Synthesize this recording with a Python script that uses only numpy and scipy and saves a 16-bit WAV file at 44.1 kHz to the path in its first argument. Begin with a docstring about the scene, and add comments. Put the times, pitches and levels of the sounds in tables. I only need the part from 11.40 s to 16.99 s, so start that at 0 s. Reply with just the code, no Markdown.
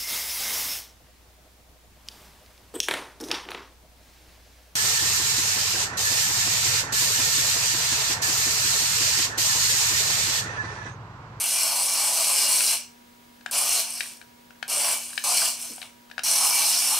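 """A hum and a faint hiss lie under a palm-sized toy car that is already running on a wooden floor.
Its plastic gears rattle in the shell and its wheels drum on the boards: irregular impacts ring resonances.
From about one second on, the buttons of a remote click close by on the left, as short rings and cracks.
The car goes on in bursts, coasting after some of them, with one soft bump and a brief skid after four
seconds; the last burst runs to the end. A small room answers the car and the remote with fading noise."""
import sys
import numpy as np
from scipy import signal
from scipy.fft import rfft, irfft, next_fast_len
from scipy.io import wavfile
from scipy.ndimage import uniform_filter1d, map_coordinates

SR = 44100
rng = np.random.default_rng(int(sys.argv[2]) if len(sys.argv) > 2 else 0)


def generate_wav(signal):
    """Clip the signal to [-1, 1] and save it as 16-bit WAV at the path in sys.argv[1]."""
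    frames = np.transpose(np.atleast_2d(signal))
    scaled = np.clip(frames, -1, 1) * 32767
    pcm = np.round(scaled).astype(np.int16)
    wavfile.write(sys.argv[1], SR, pcm)


N = 246519  # length in samples


def amp(db):
    """Turn a level in dB into a gain."""
    return 10 ** (np.asarray(db) / 20)


def unit(x):
    """Scale x to an average (rms) level of 1."""
    return x / np.sqrt(np.mean(x ** 2) + 1e-20)


def along(points, hz):
    """Read a curve of (Hz, value) points, with straight lines on a log pitch axis."""
    point_hz, value = np.transpose(points)
    return np.interp(np.log(hz + 1), np.log(point_hz + 1), value)


def wobble(rate):
    """A smooth random curve through `rate` random points a second."""
    points = rng.standard_normal(int(N * rate / SR) + 4)
    return map_coordinates(points, [np.arange(N) * rate / SR])


def filtered(x, response):
    """Multiply the spectrum of x by a response that depends on frequency."""
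    size = next_fast_len(N + SR // 2)  # spare room so that ringing does not wrap around
    spectrum = rfft(x, size) * response(np.fft.rfftfreq(size, 1 / SR))
    return irfft(spectrum, size)[..., :N]


def resonant(modes):
    """The response of a body that rings at each (Hz, width in Hz, dB) mode; narrow modes ring longer."""
    def response(f):
        total = 0
        for k, (center, width, db) in enumerate(modes):
            peak = 1j * f * width / (center * center - f * f + 1j * f * width)
            total = total + (-1) ** k * amp(db) * peak  # neighbours have opposite signs
        return total
    return response


def contacts(per_s, spread_db):
    """Irregular impacts of either sign, of even power at any rate; a few are far stronger than the rest."""
    hit = rng.random(N) < per_s / SR
    sign = rng.choice([-1, 1], N)
    strength = amp(spread_db * rng.exponential(size=N)) / np.sqrt(per_s)
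    return unit(hit * sign * strength)


def patchy(x, patchy_db):
    """Give x slowly wandering patches of emphasis in pitch and time, as a source turns and moves."""
    z = signal.stft(x, nperseg=512)[2]
    field = uniform_filter1d(rng.standard_normal(z.shape), size=7, axis=0)  # smooth over pitch
    field = uniform_filter1d(field, size=20, axis=1)  # smooth over time
    return signal.istft(z * amp(patchy_db * unit(field)), nperseg=512)[1][:N]


def column(values):
    """Stand one value for each layer in a column, ready to meet a time axis."""
    return np.array(values)[:, None]


def background():
    """An appliance hums in slightly unsteady pure tones over hiss that the two sides partly share."""
    # Hum tones. Each row: pitch in Hz, level in dB rms.
    hum_lines = [(240, -60), (960, -66), (1200, -81), (1680, -77), (2160, -76), (11834, -73.5),
                 (15612, -68)]
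    # Colour of the hiss. Each row: pitch in Hz, relative level in dB.
    hiss_color = [(15, -30), (25, -10), (95, -4), (180, -4), (350, -4), (700, -4.5), (1400, -8),
                  (2200, -10.5), (3800, -12.5), (9300, -19), (15500, -20.5)]
    # How alike left and right hiss are. Each row: pitch in Hz, likeness from -1 (opposite) to 1 (same).
    likeness = [(30, 1), (250, 0.34), (640, -0.46), (1400, -0.44), (3100, 0.3), (7000, 0.49), (15000, 1)]
    hiss_db = -54.95  # rms

    t = np.arange(N) / SR
    hum = np.zeros(N)
    for hz, db in hum_lines:
        cycles = hz * t + rng.random() + 0.02 * wobble(3)
        hum += np.sqrt(2) * amp(db + 0.5 * wobble(4)) * np.sin(2 * np.pi * cycles)

    def mid_side_color(hz):
        turn = np.arccos(np.clip(along(likeness, hz), -1, 1)) / 2
        return amp(along(hiss_color, hz)) * [np.cos(turn), np.sin(turn)]

    mid, side = filtered(rng.standard_normal((2, N)), mid_side_color)
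    hiss = unit(np.array([mid + side, mid - side]))
    return hum * amp([[-0.2], [0.2]]) + amp(hiss_db) * hiss  # hum leans slightly right


def drive():
    """Gains of rattle, wheels, shell, pinion and boom: spin-up, hold and release, then free-wheeling."""
    # Throttle bursts. Each row: start in seconds, end in seconds, speed already there at the start (0-1),
    # gear rattle at start and at end in dB; then, in dB above the rattle: wheels at start, wheels at end,
    # shell, pinion; last, boom of the boards in dB above the wheels.
    bursts = [(-0.5, 1.335, .9, -26, -21.5, -16.5, -16.5, -12, -2.5, -10),
              (2.111, 2.405, 0.18, -22.5, -23, -14, -16, -11.5, -4.5, -8.5),
              (3.279, 3.53, .02, -25, -23, -12.5, -14.5, -10.5, -3, -6),
              (3.839, 4.08, 0.56, -22, -23, -10, -15, -11, -1.5, -11.5),
              (4.835, 5.77, .35, -21, -22, -16.5, -17.5, -12.5, -4, -16)]
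    # Free-wheeling. Each row: loudest moment in seconds, gear rattle in dB, sag in dB per second,
    # standstill in seconds, pinion in dB above the rattle.
    coasts = [(2.5, -33, 32, 2.71, -3.5), (3.62, -36, 30, 3.85, -0.5), (4.24, -33, 71, 4.44, -3.5)]
    # The tyres grab and the shell shudders. Each row: start in seconds, level in dB.
    skids = [(4.418, -46)]
    # Sets of four are for rattle, wheels, shell, pinion.
    spin_up_s, spin_up_db = (0.03, 0.036, 0.014, 0.016), (-8, -8.5, -16, -8)  # start from rest this far down
    release_db_per_s = (232, 260, 195, 290)  # dying away once the power is cut
    swell_db, swell_per_s = (0.7, 0.6, 0.68, 1.22), 18  # wavering under load
    coast_wheels_db, coast_shell_db = -20, -11  # against the rattle
    take_up_db_per_s = 57  # rise as the wheels start to drive the gears
    halt_db_per_s = 150  # extra fall at standstill
    skid_hold_s, skid_db_per_s, skid_share_db = 0.026, 250, (-3, -9, -1, -22)

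    t = np.arange(N) / SR
    power, boom = np.zeros((4, N)), np.zeros(N)
    waver_db = column(swell_db) * np.array([wobble(swell_per_s) for _ in swell_db])
    for on, off, rolling, gear_on, gear_off, wheel_on, wheel_off, shell_db, pinion_db, boom_db in bursts:
        gear_db = np.interp(t, [on, off], [gear_on, gear_off])
        wheel_db = np.interp(t, [on, off], [wheel_on, wheel_off])
        held_db = gear_db + [0 * t, wheel_db, shell_db + 0 * t, pinion_db + 0 * t]
        closing_in = np.exp(-np.maximum(t - on, 0) / column(spin_up_s))
        start_db = (1 - np.clip(rolling, 0, 1)) * column(spin_up_db) * closing_in
        release_db = column(release_db_per_s) * np.maximum(t - off, 0)
        power += (t >= on) * amp(held_db + start_db - release_db + waver_db) ** 2
        boom[t >= on] = amp(boom_db)

    for loudest, db, sag, still, pinion_db in coasts:
        rise_db = take_up_db_per_s * np.maximum(loudest - t, 0)
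        sag_db = sag * np.maximum(t - loudest, 0)
        halt_db = halt_db_per_s * np.maximum(t - still, 0)
        layers_db = column([0, coast_wheels_db, coast_shell_db, pinion_db])
        cut = max(row[1] for row in bursts if row[1] < loudest)
        restart = min(row[0] for row in bursts if row[0] > loudest)
        coasting = (t >= cut) * (t < restart)
        power += coasting * amp(db - rise_db - sag_db - halt_db + layers_db) ** 2

    for s, db in skids:
        fall_db = skid_db_per_s * np.maximum(t - s - skid_hold_s, 0)
        power += (t >= s) * amp(db + column(skid_share_db) - fall_db) ** 2
    return (*np.sqrt(power), boom)


def car():
    """Tooth impacts ring the gearbox, the motor pinion and the shell; the wheels drum on the boards."""
    # What rings: gearbox, motor pinion, shell, floor boards, and the hollow under the boards.
    # Each row: pitch in Hz, width in Hz, relative level in dB.
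    gear_modes = [(4166, 150, -9.5), (5420, 620, 0.5), (6040, 960, -8.5), (11750, 6400, -11.5)]
    pinion_modes = [(7765, 1240, -5.5), (8600, 230, 0.5), (9050, 440, -1), (10004, 2060, -5.5)]
    shell_modes = [(1460, 250, -9.5), (2324, 140, 1), (2660, 205, -2), (2853, 64, 4.5), (3007, 128, -0.5),
                   (3390, 360, -6)]
    board_modes = [(662, 20.5, 1.5), (713, 24.4, 2), (832, 94, 0), (974, 93, 2), (1140, 200, -1.5)]
    joist_modes = [(406.3, 27, -9.5), (580, 27.4, 1)]
    # Broad rush of the gears between the ringing pitches. Each row: pitch in Hz, relative level in dB.
    gear_wash = [(3000, -20), (4000, -6.5), (6000, -3), (7000, -5), (10000, -14.5), (11500, -35.5),
                 (15500, -31)]
    # Single teeth that knock as the gears take up or lose load. Each row: time in seconds, relative dB.
    tooth_knocks = [(2.1122, -15), (2.5247, -20.5), (2.5404, -17), (2.5543, -20), (2.581, -21),
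                    (2.6005, -17), (2.6863, -30.5), (3.2805, -19), (3.2869, -25), (3.2934, -22),
                    (3.3079, -22), (3.332, -13), (3.8404, -10), (4.227, -29), (4.2548, -21), (4.2944, -33),
                    (4.3316, -33), (4.35, -30), (4.371, -29), (4.836, -15), (5.0104, -17)]

    gear, wheel, shell, pinion, hollow = drive()
    speed = np.clip(gear / amp(-24), 0.12, 1)  # coasting gears touch more rarely
    slack = wobble(130)  # gear play opens and closes, bunching the impacts

    box = resonant(gear_modes)
    teeth = contacts(per_s=5000 * speed, spread_db=1.5) * amp(0.8 * slack + 0.63 * wobble(14))
    rattle = filtered(teeth, lambda f: box(f) * amp(along([(2500, -27), (4000, 6)], f))
                      + amp(along(gear_wash, f)))

    pinion_ring = resonant(pinion_modes)
    high = lambda f: pinion_ring(f) * amp(along([(5000, -5), (7500, -1.5)], f))
    mesh = contacts(per_s=2500 * speed, spread_db=2.0) * amp(0.62 * slack + 0.72 * wobble(300))
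    whir = filtered(mesh, high)

    taps = contacts(per_s=4000 * speed, spread_db=0.5) * amp(1.2 * slack + 0.46 * wobble(20))
    buzz = filtered(taps, resonant(shell_modes))

    boards = resonant(board_modes)
    board_tilt = [(300, -19), (620, 0), (1300, -2), (2000, -18)]  # (Hz, dB)
    bumps = contacts(per_s=1500, spread_db=1.5) * amp(1.7 * wobble(25))
    drum = filtered(bumps, lambda f: boards(f) * amp(along(board_tilt, f)))
    boom = unit(filtered(contacts(per_s=800, spread_db=0.5), resonant(joist_modes)))
    drum = unit(patchy(drum, patchy_db=1.8)) + hollow * boom

    knocks = np.zeros(N)
    for s, db in tooth_knocks:
        knocks[round(s * SR)] = amp(db + 21.5)
    knocking = filtered(knocks, lambda f: high(f) + 0.16 * box(f))

    return (amp(-3.5) * gear * unit(patchy(rattle, patchy_db=2.0))
            + amp(0.5) * pinion * unit(patchy(whir, patchy_db=1.16))
            + shell * unit(patchy(buzz, patchy_db=0.85))
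            + wheel * drum + knocking)


def room(x):
    """The walls' answer: noise echoes, drawn anew every 1/8 s, in which each pitch dies at its own speed."""
    # How long echoes last. Each row: pitch in Hz, seconds to fall by 60 dB.
    decay_times = [(300, 0.25), (2000, 0.25), (8000, 0.3), (15000, 0.031)]
    # How wide the answer is. Each row: pitch in Hz, relative level in dB of the left-right difference.
    echo_width = [(60, -15), (110, -10), (200, -8), (380, -9), (700, -19), (1290, -12), (2380, -15),
                  (4400, -11.5), (8120, -10), (15000, -15.5)]

    step = SR // 8
    out = np.zeros((2, N + 2 * SR))
    padded = np.pad(x, (step, 2 * step))
    fade = np.sqrt(np.hanning(2 * step))  # slices overlap by half
    for start in range(0, N + step, step):
        hz, t, z = signal.stft(rng.standard_normal((2, SR // 2)), SR, nperseg=256)
        decay = amp(-60 * t / along(decay_times, hz)[:, None])
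        tail = signal.istft(z * decay, SR, nperseg=256)[1]
        piece = padded[start:start + 2 * step] * fade
        wet = signal.fftconvolve(piece[None], tail / np.linalg.norm(tail[0]), axes=1)
        out[:, start:start + wet.shape[1]] += wet
    late = out[:, step - 150:][:, :N]  # the answer starts 150 samples after the sound
    mid, side = filtered(late, lambda f: np.array([np.ones_like(f), amp(along(echo_width, f) + 7)]))
    return np.array([mid + side, mid - side])


def remote():
    """Each snap rings the hollow case and the grip for a few cycles; a few ms of chatter crack in the key."""
    # Button clicks. Each row: time in seconds, relative level in dB, case pitch in Hz,
    # relative level of the crack in dB, relative level of the knock in dB (both on top of the click's).
    clicks = [(1.2063, -26, 1500, 2.5, -19.5), (2.01, -47.5, 1660, -2, -10), (2.061, -21, 1590, -7, -12),
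              (2.606, -23.5, 1676, 2.5, -19), (2.6589, -37, 1730, -7, -12), (2.814, -37.5, 1600, -4.5, -15),
              (2.825, -45, 1610, -5, -8), (3.106, -39.5, 1500, -9.5, -14), (3.1564, -52, 1640, -9, -17),
              (3.2272, -21, 1630, -6, -11.5), (3.2334, -37, 1480, -10, -23), (3.485, -29, 1590, -10, -10),
              (3.703, -44, 1700, -6, -11), (3.731, -34.5, 1610, -6, -20), (3.7774, -17, 1740, -4, -19.5),
              (4.0183, -23.5, 1496, -13, -13), (4.3807, -42, 1560, -2, 3.5), (4.4163, -36.5, 1750, 4, -9),
              (4.4269, -36, 1530, 4, -6), (4.6992, -45, 1400, -3, -6), (4.713, -33.5, 1670, -4, -15),
              (4.78, -18.5, 1600, -11, -14.5), (4.7918, -26, 1440, -0.5, -9)]
    # What rings in the key. Each row: pitch in Hz, width in Hz, relative level in dB.
    key_modes = [(2370, 500, 7.5), (3000, 290, 10), (3800, 450, 6.5), (5200, 1900, -1), (9400, 2500, -10)]
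    grip_hz = 756
    hand_pan_db = 9.5  # held to the left: left minus right
    wall_s, wall_db = 0.0265, -22  # the facing wall returns each click to both sides

    case, key = np.zeros((2, N + SR)), np.zeros((2, N + SR))
    t = np.arange(SR // 20) / SR
    onset = 1 - np.exp(-t / 0.00093)
    chatter_fade = np.exp(-(t / 0.0044) ** 2) + 0.084 * amp(-60 * t / 0.068)
    ring_fade = np.exp(-(t / 0.0023) ** 2) + 0.09 * amp(-60 * t / 0.05)
    for s, db, case_hz, crack_db, knock_db in clicks:
        chatter = rng.standard_normal(len(t)) * chatter_fade
        ring = ring_fade * np.sin(2 * np.pi * case_hz * t)
        knock = amp(knock_db + 4.0 - 60 * t / 0.015) * np.sin(2 * np.pi * grip_hz * t)
        sides = amp(db + np.array([[hand_pan_db], [-hand_pan_db]]) / 2)
        here = slice(round(s * SR), round(s * SR) + len(t))
        case[:, here] += amp(2.0) * sides * (ring + knock) * onset
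        key[:, here] += sides * amp(crack_db + 21) * chatter / np.linalg.norm(chatter)
    near = case[:, :N] + filtered(key[:, :N], resonant(key_modes))
    echo = np.pad(near.mean(axis=0), (round(wall_s * SR), 0))[:N]
    return near + amp(wall_db) * echo


def thuds():
    """A soft push: a slow puff of noise through the low resonances of the floor."""
    # Soft low bumps. Each row: time in seconds, relative level in dB.
    soft_bumps = [(4.292, -40)]
    out = np.zeros(N + SR)
    t = np.arange(SR // 4) / SR
    for s, db in soft_bumps:
        puff = amp(db + 24.5 - 60 * t / 0.13) * (1 - np.exp(-t / 0.015))
        out[round(s * SR):][:len(t)] += puff * rng.standard_normal(len(t))
    low = resonant([(236, 59, 6.5), (328, 89, -2.5), (450, 80, 0.5)])  # (Hz, width Hz, dB)
    # weaken everything outside roughly 180 to 600 Hz
    return filtered(out[:N], lambda f: low(f) / (1 + (f / 600) ** 4) / (1 + (180 / (f + 1)) ** 4))


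def scene():
    """Car, remote and bump in the room, over the background."""
    # Where the car is. Each row: time in seconds, left minus right in dB.
    path = [(0, 0.8), (1.3, 0.86), (4.0, 1.0), (4.9, 0), (5.59, -0.5)]
    toy = filtered(car(), lambda hz: 1j * hz / (350 + 1j * hz))  # so small a body radiates little bass
    hand = remote()
    pan_db = np.interp(np.arange(N) / SR, *np.transpose(path))
    direct = toy * amp(np.array([pan_db, -pan_db]) / 2 - 1.91)
    echoes = amp(-8.5) * room(toy) + amp(-10) * room(hand.mean(axis=0))
    return direct + hand + echoes + thuds() + background()


def record(dry):
    """The microphone fades at the very top, and nothing passes above the band limit."""
    top_hz = 15650
    treble = [(14000, 0.5), (15300, -3.5)]  # (Hz, dB)
    return filtered(dry, lambda hz: amp(along(treble, hz)) * (hz < top_hz))


dry = scene()
out = record(dry)
generate_wav(out)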